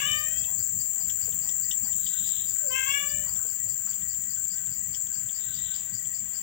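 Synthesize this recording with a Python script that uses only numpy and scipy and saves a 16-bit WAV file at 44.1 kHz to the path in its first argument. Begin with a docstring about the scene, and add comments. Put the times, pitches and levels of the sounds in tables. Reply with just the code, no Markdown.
"""Porch, insects and two cats

Garden insects, mostly left: a shrill chorus of clicking drums, a very high wing buzz, a steady chirper.
An unseen cat meows twice (vocal-fold harmonics through moving formants); a near cat laps from a basin
(tongue clicks, droplets, soft knocks). Far off: rasps, a thin whistle, a drone of frogs and insects,
soft barks, a thin bird, and a motor hum in low rumble and hiss."""
import sys
import numpy as np
from scipy import signal
from scipy.fft import rfft, irfft
from scipy.io import wavfile

SR = 44100
rng = np.random.default_rng(int(sys.argv[2]) if len(sys.argv) > 2 else 0)


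def store_wav(level_fs):
    """Save 16-bit WAV to argv[1]."""
    pcm = np.round(np.clip(np.atleast_2d(level_fs), -1, 1) * 32767)
    wavfile.write(sys.argv[1], SR, pcm.T.astype(np.int16))


N = 283122
T = np.arange(N) / SR
FREQS = np.maximum(np.arange(N // 2 + 1) * SR / N, 1)


def undb(db):
    """Decibels to gain."""
    return 10 ** (np.asarray(db) / 20)


def unit(x):
    """Scale to rms 1."""
    return x / np.sqrt(np.mean(x ** 2) + 1e-18)


def noise():
    """Full-length white noise."""
    return rng.standard_normal(N)


def curves(table):
    """Columns interpolated linearly over the first, t/s."""
    s, *columns = np.transpose(table)
    return [np.interp(T, s, c) for c in columns]


def phase_rad(hz):
    """Running phase of a varying frequency."""
    return 2 * np.pi * np.cumsum(hz) / SR


def colour(x, spectrum):
    """Filter by (f/Hz, level/dB) points; -60 dB/octave beyond the ends."""
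    hz, db = np.transpose(spectrum)
    beyond_oct = np.abs(np.log2(FREQS / np.clip(FREQS, hz[0], hz[-1])))
    return irfft(rfft(x) * undb(np.interp(np.log(FREQS), np.log(hz), db) - 60 * beyond_oct), N)


def resonance(hz, centre_hz, width_hz):
    """Steep resonance, gain 1 at centre."""
    return 1 / (1 + ((hz ** 2 - centre_hz ** 2) / (hz * width_hz)) ** 2)


def band(centre_hz, width_hz):
    """Noise in one resonance, rms 1."""
    return unit(irfft(rfft(noise()) * resonance(FREQS, centre_hz, width_hz), N))


def walk(rate_hz):
    """Smooth random drift, rms 1."""
    return unit(irfft(rfft(noise()) * np.exp(-(FREQS / rate_hz) ** 2), N))


def burst(t, rise_s, decay_s):
    """Gaussian rise to 1 at t = 0, exponential decay."""
    return np.exp(-(np.minimum(t, 0) / rise_s) ** 2 - np.maximum(t, 0) / decay_s)


def add(out, start_s, sound):
    """Mix a short sound into out."""
    i = int(start_s * SR)
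    a, b = max(i, 0), min(i + len(sound), N)
    out[a:b] += sound[a - i:b - i]


def taps(table, width_ratio, rise_s, decay_s, gain_db=0):
    """Damped bursts of resonant noise; rows: t/s, level/dB, f/Hz."""
    out, t = np.zeros(N), np.arange(-SR // 20, SR // 5) / SR
    hz = np.maximum(np.arange(len(t) // 2 + 1) * SR / len(t), 1)
    for s, db, centre_hz in table:
        grit = rfft(rng.standard_normal(len(t)))
        ring = unit(irfft(grit * resonance(hz, centre_hz, width_ratio * centre_hz), len(t)))
        add(out, s + t[0], undb(db + gain_db) * ring * burst(t - .001, rise_s, decay_s))
    return out


def porch(x, pan_db, wet_db, t60_s, lag_s=0.001419):
    """Direct sound, later on the left, plus scattered reflections; pan_db > 0 is left."""
    t = np.arange(SR // 2) / SR
    echo = rng.standard_normal((2, len(t))) * undb(-60 * t / t60_s) * (t > .003)
    response = echo * undb(wet_db) / np.linalg.norm(echo, axis=1, keepdims=True)
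    response[0, int(lag_s * SR)] += 1
    response[1, 0] += 1
    response *= undb([[pan_db / 2], [-pan_db / 2]])
    return signal.fftconvolve(x[None], response / np.linalg.norm(response.mean(0)))[:, :N]


def diffuse(spectrum, envelope, pan_db, shared=0.18, lag_s=.0014):
    """Wide stereo noise, mid rms 1; its shared part reaches the left later."""
    common = shared * noise()
    sides = np.array([noise() + np.roll(common, int(lag_s * SR)), noise() + common])
    sides = colour(sides * envelope, spectrum) * undb([[pan_db / 2], [-pan_db / 2]])
    return sides / sides.mean(0).std()


def wing_strokes(stroke_hz=22.63, scrape_hz=91, depth=0.4, rest=0.3):
    """Wing-stroke envelope: four short scrapes, then a rest."""
    age_s = (np.cumsum(stroke_hz * (1 + 0.0053 * walk(1.9))) / SR % 1) / stroke_hz
    mid_stroke = np.sin(np.pi * stroke_hz * age_s) ** 2
    scrapes = 1 + depth * np.cos(2 * np.pi * scrape_hz * age_s) * mid_stroke
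    return scrapes * (1 - rest * (1 - mid_stroke))


def chorus(db, strokes, click_hz=103, decay_s=0.0018, crowd=0.97):
    """Two insects click resonant drums at unequal rates over a crowd's hiss; wing strokes add throb."""
    # drum resonances: f/Hz, level/dB
    spectrum = [(5500, -59), (6100, -28), (6550, -15), (6740, -19), (7080, -5.5), (7260, -2), (7400, 2),
                (7540, -1.5), (7700, -3.5), (8000, -20), (8500, -32), (8900, -52), (9300, -86)]
    power = crowd ** 2
    for k in range(2):
        cycles = np.cumsum(click_hz * (1 - 0.082 * k) * (1 + .035 * walk(3.6))) / SR
        age_s = (cycles % 1) / click_hz
        power = power + undb(-5 * k) * np.exp(-2 * age_s / decay_s)
    envelope = np.sqrt(power) * undb(0.71 * walk(47))
    throb = 1 + 0.52 * (strokes - strokes.mean())
    return diffuse(spectrum, envelope, pan_db=19.5, shared=0.83) * undb(db) * throb


def high_buzz(db, strokes):
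    """Scraping wings ring near 15 kHz."""
    # wing resonances: f/Hz, level/dB
    spectrum = [(12500, -63), (13500, -37), (13950, -29), (14300, -5.5), (14650, 4), (15150, 4), (15650, 0),
                (16000, -12)]
    return diffuse(spectrum, strokes, pan_db=10.5, shared=0.6) * undb(db)


def near_insect(hz, db, pulse_hz, depth, pan_db, waver_hz=14):
    """One insect stands out as a wavering, pulsing tone."""
    carrier = np.sin(phase_rad(hz + waver_hz * walk(10.02)))
    pulses = 1 + depth * np.cos(phase_rad(pulse_hz * (1 + 0.01116 * walk(3.3))))
    return porch(unit(carrier * pulses) * undb(db), pan_db, wet_db=-16, t60_s=0.13)


def chirper(first_s=-0.017, peak_db=-51.5, tooth_hz=190, trill_db=-68):
    """About five scrapes a second, each brightening late, over a faint steady trill."""
    # wing resonance: f/Hz, level/dB
    spectrum = [(4200, -54), (4480, 6), (4700, 14.5), (5000, 4.5), (5600, -5.5), (6100, -28)]
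    # chirp tempo: t/s, rate/Hz
    tempo = [(0, 4.855), (2.4, 4.727), (3.0, 5.043), (5.0, 4.722), (5.7, 5.094), (6.4, 4.888)]
    rate_hz, = curves(tempo)
    cycles = np.cumsum(rate_hz) / SR - first_s * rate_hz[0]
    nearest = np.round(cycles).astype(int)
    age_s = (cycles - nearest) / rate_hz
    peak = undb(peak_db + rng.standard_normal(nearest[-1] + 1))[nearest]
    teeth = 1 + .5 * np.sin(phase_rad(tooth_hz * (1 + 0.047 * walk(16.74))))
    envelope = peak * burst(age_s, 0.018, 0.028) + undb(trill_db)
    body = diffuse(spectrum, teeth, pan_db=12.5, shared=0.98) * envelope
    upper = band(5300, 600) * teeth * peak * undb(-5) * burst(age_s - 0.0084, 0.016, 0.019)
    return body + porch(upper, pan_db=6, wet_db=1, t60_s=0.18)


def thin_insect(db=-72, first_dip_s=0.19, period_s=0.675, dip_s=0.095, depth=0.78):
    """Thin whistle on the right with short, even dips."""
    # whistle band: f/Hz, level/dB
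    spectrum = [(9300, -31), (10300, -8.5), (10850, 12), (11200, -6.5), (12500, -45)]
    from_dip_s = (((T - first_dip_s) / period_s + .5) % 1 - .5) * period_s
    phrases = 1 - depth * np.exp(-(from_dip_s / dip_s) ** 2)
    return diffuse(spectrum, phrases, pan_db=-41) * undb(db)


def far_drone(waver_db=3.96):
    """Distant frogs and insects blur into wavering bands."""
    # call bands: f/Hz, width/Hz, level/dB
    bands = [(1543, 85, -67), (1894.5, 101, -64), (2231, 40, -71.5)]
    drone = sum(band(hz, width_hz) * undb(db + waver_db * walk(9)) for hz, width_hz, db in bands)
    return porch(drone, pan_db=36.5, wet_db=-1, t60_s=0.076)


def rumble(base_db=-56.5, wander_db=4):
    """Low rumble that wanders in level and briefly swells."""
    # rumble spectrum: f/Hz, level/dB
    spectrum = [(22, -26), (42, -16.5), (65, 0), (85, -5.5), (110, 0), (135, -6.5), (170, -2), (230, -13),
                (290, -18.5), (400, -21)]
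    # swell crests: t/s, level/dB
    crests = [(0.12, -48), (1.96, -46.5), (2.24, -49), (2.54, -49), (3.15, -44.5), (4.72, -45.5),
              (4.91, -47.5), (5.5, -50.5)]
    swells = sum(undb(db) * burst(T - s, 0.028, 0.018) for s, db in crests)
    envelope = np.hypot(undb(base_db + wander_db * walk(7.5)), swells)
    return diffuse(spectrum, 1, pan_db=4, shared=7.4, lag_s=0.0011) * envelope


def motor_hum(gain_db=-2, waver_db=5.1, waver_hz=2.46):
    """Far motor: four low partials, each wavering in level and pitch."""
    # motor partials: f/Hz, relative level/dB
    partials = [(64.6, -76), (107.7, -67), (188.4, -65.5), (231.5, -67)]
    hum = np.zeros(N)
    for hz, db in partials:
        amplitude = np.sqrt(2) * undb(db + gain_db + waver_db * walk(21))
        hum += amplitude * np.sin(phase_rad(hz + waver_hz * walk(6.13)))
    return porch(hum, pan_db=7, wet_db=-25, t60_s=0.093)


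def air(db=-61.5):
    """Faint, wide outdoor hiss."""
    # hiss spectrum: f/Hz, level/dB
    spectrum = [(280, 0.5), (450, -2.5), (900, 1), (1300, 0.5), (1700, 4), (2400, -0.5), (3200, 3.5),
                (3900, -10), (4300, -3.5), (5600, -25)]
    return diffuse(spectrum, undb(1.36 * walk(4.5)), pan_db=6.5, shared=0.31) * undb(db)


def mouth(age_s, held_s, db, open_s, close_s=0.13, linger_s=0.086, fall_db_per_s=138):
    """Hum, open, hold, close: gains of the fundamental and both formants, and closure (0-1)."""
    closing_s = np.maximum(age_s - held_s, 0)
    shut = 1 - np.exp(-closing_s / close_s)
    opening = np.exp(-(np.minimum(age_s - open_s, 0) / open_s) ** 2)
    brightening = 1 - np.exp(-(np.maximum(age_s, 0) / 0.023) ** 2)
    closed_hum = undb(-38.5) * burst(age_s + 0.021, 0.043, 0.024)
    hum = closed_hum + opening * undb(-54 - 1.5 * shut)
    first = opening * undb(db - 7 - fall_db_per_s * np.maximum(closing_s - linger_s, 0))
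    second = brightening * undb(db - 21.5 * shut)
    return hum, first, second, shut


def meow(call, glide, open_s=0.0054, release_s=0.054, ring_hz=6250, rasp_db=-9):
    """Vocal-fold harmonics through two mouth formants; the folds waver and rasp when pressed."""
    opens_s, held_s, stops_s, db, first_hz, first_width_hz, second_hz, second_width_hz = call
    pitch_hz, = curves(glide)
    age_s = T - opens_s
    hum_gain, first_gain, second_gain, shut = mouth(age_s, held_s, db, open_s)
    hoarse = 0.11 + 0.472 * burst(age_s - 0.0773, 0.023, 0.057)
    voiced = np.clip((stops_s - T) / release_s + .5, 0, 1)
    on = (voiced > 0) & (age_s > -2 * open_s)
    jitter = hoarse * (0.0196 * walk(60) + 0.0503 * walk(167))
    phase = phase_rad(pitch_hz * (1 + jitter))

    harmonics = np.arange(2, 13)[:, None]
    hz = harmonics * pitch_hz[on]
    since_open_s = np.maximum(age_s[on], 0)
    tight = (pitch_hz[on] / 590) ** .5  # mouth tightens as pitch climbs
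    jaw = 1 - 0.59 * np.exp(-since_open_s / 0.076)  # jaw drops, first formant climbs
    tongue = 1 + 0.57 * np.exp(-since_open_s / 0.025)  # second formant drops: "ee" into "ow"
    narrowing = np.maximum(1 - 0.94 * shut[on], .1)
    lowpass = 1 / (1 + (hz / (3600 * tight)) ** 40)
    first = resonance(hz, first_hz * jaw, first_width_hz * narrowing) * lowpass
    second = resonance(hz, second_hz * tight * tongue, second_width_hz) * lowpass
    gains = np.hypot(first_gain[on] * first / np.linalg.norm(first, axis=0),
                     second_gain[on] * second / np.linalg.norm(second, axis=0))
    gains += undb(-33) * np.sqrt(second_gain[on]) * resonance(hz, ring_hz, 1200)  # lingering ring
    gains *= undb(2.9 * np.array([walk(19)[on] for _ in harmonics]))

    voice = np.zeros(N)
    voice[on] = np.sqrt(2) * (gains * np.sin(harmonics * phase[on])).sum(0)
    rasp = unit(colour(noise(), [(1500, -33), (2100, 5), (2900, 5), (3300, 5), (3650, -18)]))
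    voice += rasp * (1 + np.cos(phase)) * hoarse * second_gain * undb(rasp_db)
    hum = np.sqrt(2) * hum_gain * np.sin(phase)  # the fundamental bends round to both sides
    return (porch(voice * voiced, pan_db=11, wet_db=-2, t60_s=0.33)
            + porch(hum * voiced, pan_db=5, wet_db=-9, t60_s=0.43, lag_s=0.00098))


def unseen_cat():
    """Two meows, each with its own pitch glide."""
    # meows: open/s, hold/s, stop/s, level/dB, formant 1/Hz, width/Hz, formant 2/Hz, width/Hz
    calls = [(-0.07, 0.19, 0.486, -32.5, 1800, 1040, 2890, 790),
             (2.702, 0.27, 3.25, -34, 1750, 1300, 2700, 1240)]
    # pitch, one list per meow: t/s, f/Hz
    glides = [
        [(0.0, 551.7), (0.08, 594), (0.27, 610.2), (0.28, 625), (0.47, 664)],
        [(2.63, 611), (2.684, 521.5), (2.716, 513.7), (2.782, 535), (2.8, 519.2), (2.94, 565.5), (3.24, 598.6)],
    ]
    return sum(meow(call, glide) for call, glide in zip(calls, glides))


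def lapping(start_s=3.933, period_s=0.215, return_s=0.088, db=-52.5, bright_db=-19):
    """Smack rows for four quiet laps: the tongue ticks going in and coming out."""
    times_s = (start_s + period_s * np.arange(4)[:, None] + [0, return_s]).ravel()
    return [(s, db + 2.5 * rng.standard_normal(), bright_db) for s in times_s]


def drinking_cat(mouth_hz=3300, teeth_hz=5850):
    """Laps click in two broad mouth resonances; droplets snap; mouth and paws knock softly."""
    # tongue smacks: t/s, relative level/dB, upper resonance offset/dB
    smacks = [(0.115, -47, 12), (0.4414, -38, -10), (1.0992, -36.5, -4), (1.3243, -41, -20),
              (1.491, -36.5, 0), (1.7125, -30, -1.5), (1.929, -42, -13), (2.0674, -34.5, -25),
              (3.3605, -50, 8), (4.946, -40, 3.5), (5.0684, -50, -3), (5.2926, -42, -27), (6.0534, -50, -2)]
    # droplet snaps: t/s, relative level/dB, f/Hz
    droplets = [(0.1131, -37, 9400), (0.9477, -38, 11400), (1.0999, -39, 10500), (1.1967, -32, 10500),
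                (1.4905, -41, 9480), (1.7729, -45, 11200), (2.2079, -34, 11200), (3.2265, -36, 11460),
                (3.36, -38, 10100), (3.6227, -37.5, 10700), (3.677, -42, 11400)]
    # knocks at the basin: t/s, relative level/dB, f/Hz
    knocks = [(0.119, -73, 1230), (1.278, -56.5, 510), (2.266, -66, 720), (3.359, -61, 614),
              (3.448, -56, 496), (3.529, -67, 1390), (3.668, -64, 567), (3.87, -54.5, 1440)]
    ticks = smacks + lapping()
    low = [(s, db, mouth_hz) for s, db, _ in ticks]
    high = [(s, db + bright_db, teeth_hz) for s, db, bright_db in ticks]
    laps = taps(low, width_ratio=.22, rise_s=.0045, decay_s=.0038, gain_db=-2)
    laps += taps(high, width_ratio=.24, rise_s=.002, decay_s=.0025, gain_db=-4)
    spray = taps(droplets, width_ratio=.18, rise_s=.002, decay_s=.0013, gain_db=-13)
    thuds = taps(knocks, width_ratio=.66, rise_s=.002, decay_s=.0068, gain_db=8)
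    tongue = colour(laps, [(2500, -10), (2900, 0), (3700, -1.5), (4200, -12.5), (5200, 4), (7500, 9)])
    return (porch(tongue, pan_db=14.5, wet_db=-6, t60_s=0.1)
            + porch(spray, pan_db=-13, wet_db=-2, t60_s=0.08)
            + porch(thuds, pan_db=14, wet_db=-5, t60_s=0.18))


def far_barks():
    """Distance leaves one soft, hollow band of each bark."""
    # barks and yelps: t/s, level/dB, f/Hz
    barks = [(.5, -55, 828), (1.0, -58, 770), (1.46, -58.5, 795), (1.86, -57.5, 770), (3.28, -54.5, 1080),
             (3.39, -54.5, 1280)]
    bursts = taps(barks, width_ratio=.46, rise_s=.031, decay_s=.024)
    return porch(bursts, pan_db=6, wet_db=4, t60_s=0.24)


def rasping_insect(swell_db_per_s=16, attack_s=0.082, fall_s=0.071):
    """A farther insect: two long rasps that swell and stop."""
    # insect resonances: f/Hz, level/dB
    spectrum = [(2700, -17.5), (3150, -3.5), (3450, -4), (3650, 1), (3950, -1), (4130, -8), (4350, -52)]
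    # rasps: t/s, length/s, end level/dB
    calls = [(2.08, 0.32, -47.5), (5.467, 0.28, -50)]
    envelope = np.zeros(N)
    for s, length_s, db in calls:
        held_s = np.clip(T, s, s + length_s)
        swell = undb(db - swell_db_per_s * (s + length_s - held_s))
        envelope += swell * burst(T - held_s, attack_s, fall_s)
    return diffuse(spectrum, undb(2 * walk(100)), pan_db=13) * envelope


def far_bird():
    """Short, thin whistles sliding up or down."""
    # slurs: t/s, length/s, start f/Hz, end f/Hz, level/dB
    slurs = [(3.737, .07, 5650, 5970, -65), (3.83, 0.062, 6300, 5700, -53), (4.126, 0.094, 6000, 6100, -65),
             (4.832, .09, 5930, 6200, -57), (6.01, .09, 5800, 6300, -60)]
    out = np.zeros(N)
    for s, length_s, start_hz, end_hz, db in slurs:
        hz = np.linspace(start_hz, end_hz, int(length_s * SR))
        add(out, s, undb(db) * np.sqrt(2) * np.hanning(len(hz)) * np.sin(phase_rad(hz)))
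    return porch(out, pan_db=17, wet_db=-10, t60_s=0.23)


def scene():
    """Stereo mix at the porch."""
    # insect loudness: t/s, chorus level/dB, buzz level/dB
    levels = [(0, -32, -39.8), (1.5, -31.5, -39.6), (3.0, -31.7, -39.8), (3.6, -33, -41.5),
              (4.6, -34, -43.4), (5.4, -34.3, -45), (6.4, -35.2, -45.8)]
    chorus_db, buzz_db = curves(levels)
    strokes = wing_strokes()
    insects = near_insect(7380, chorus_db - 8, pulse_hz=104.4, depth=1, pan_db=19)
    insects += near_insect(14638, buzz_db - 15, pulse_hz=90.7, depth=0.44, pan_db=12)
    insects += chorus(chorus_db - 0.3, strokes) + high_buzz(buzz_db, strokes) + chirper()
    insects += rasping_insect() + thin_insect() + far_drone()
    cats = unseen_cat() + drinking_cat()
    return insects + cats + far_bird() + far_barks() + rumble() + motor_hum() + air()


def record(dry, top_hz=15900):
    """Steep low-pass on the very top."""
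    return signal.sosfilt(signal.ellip(10, .2, 80, top_hz, fs=SR, output="sos"), dry)


dry = scene()
out = record(dry)
store_wav(out)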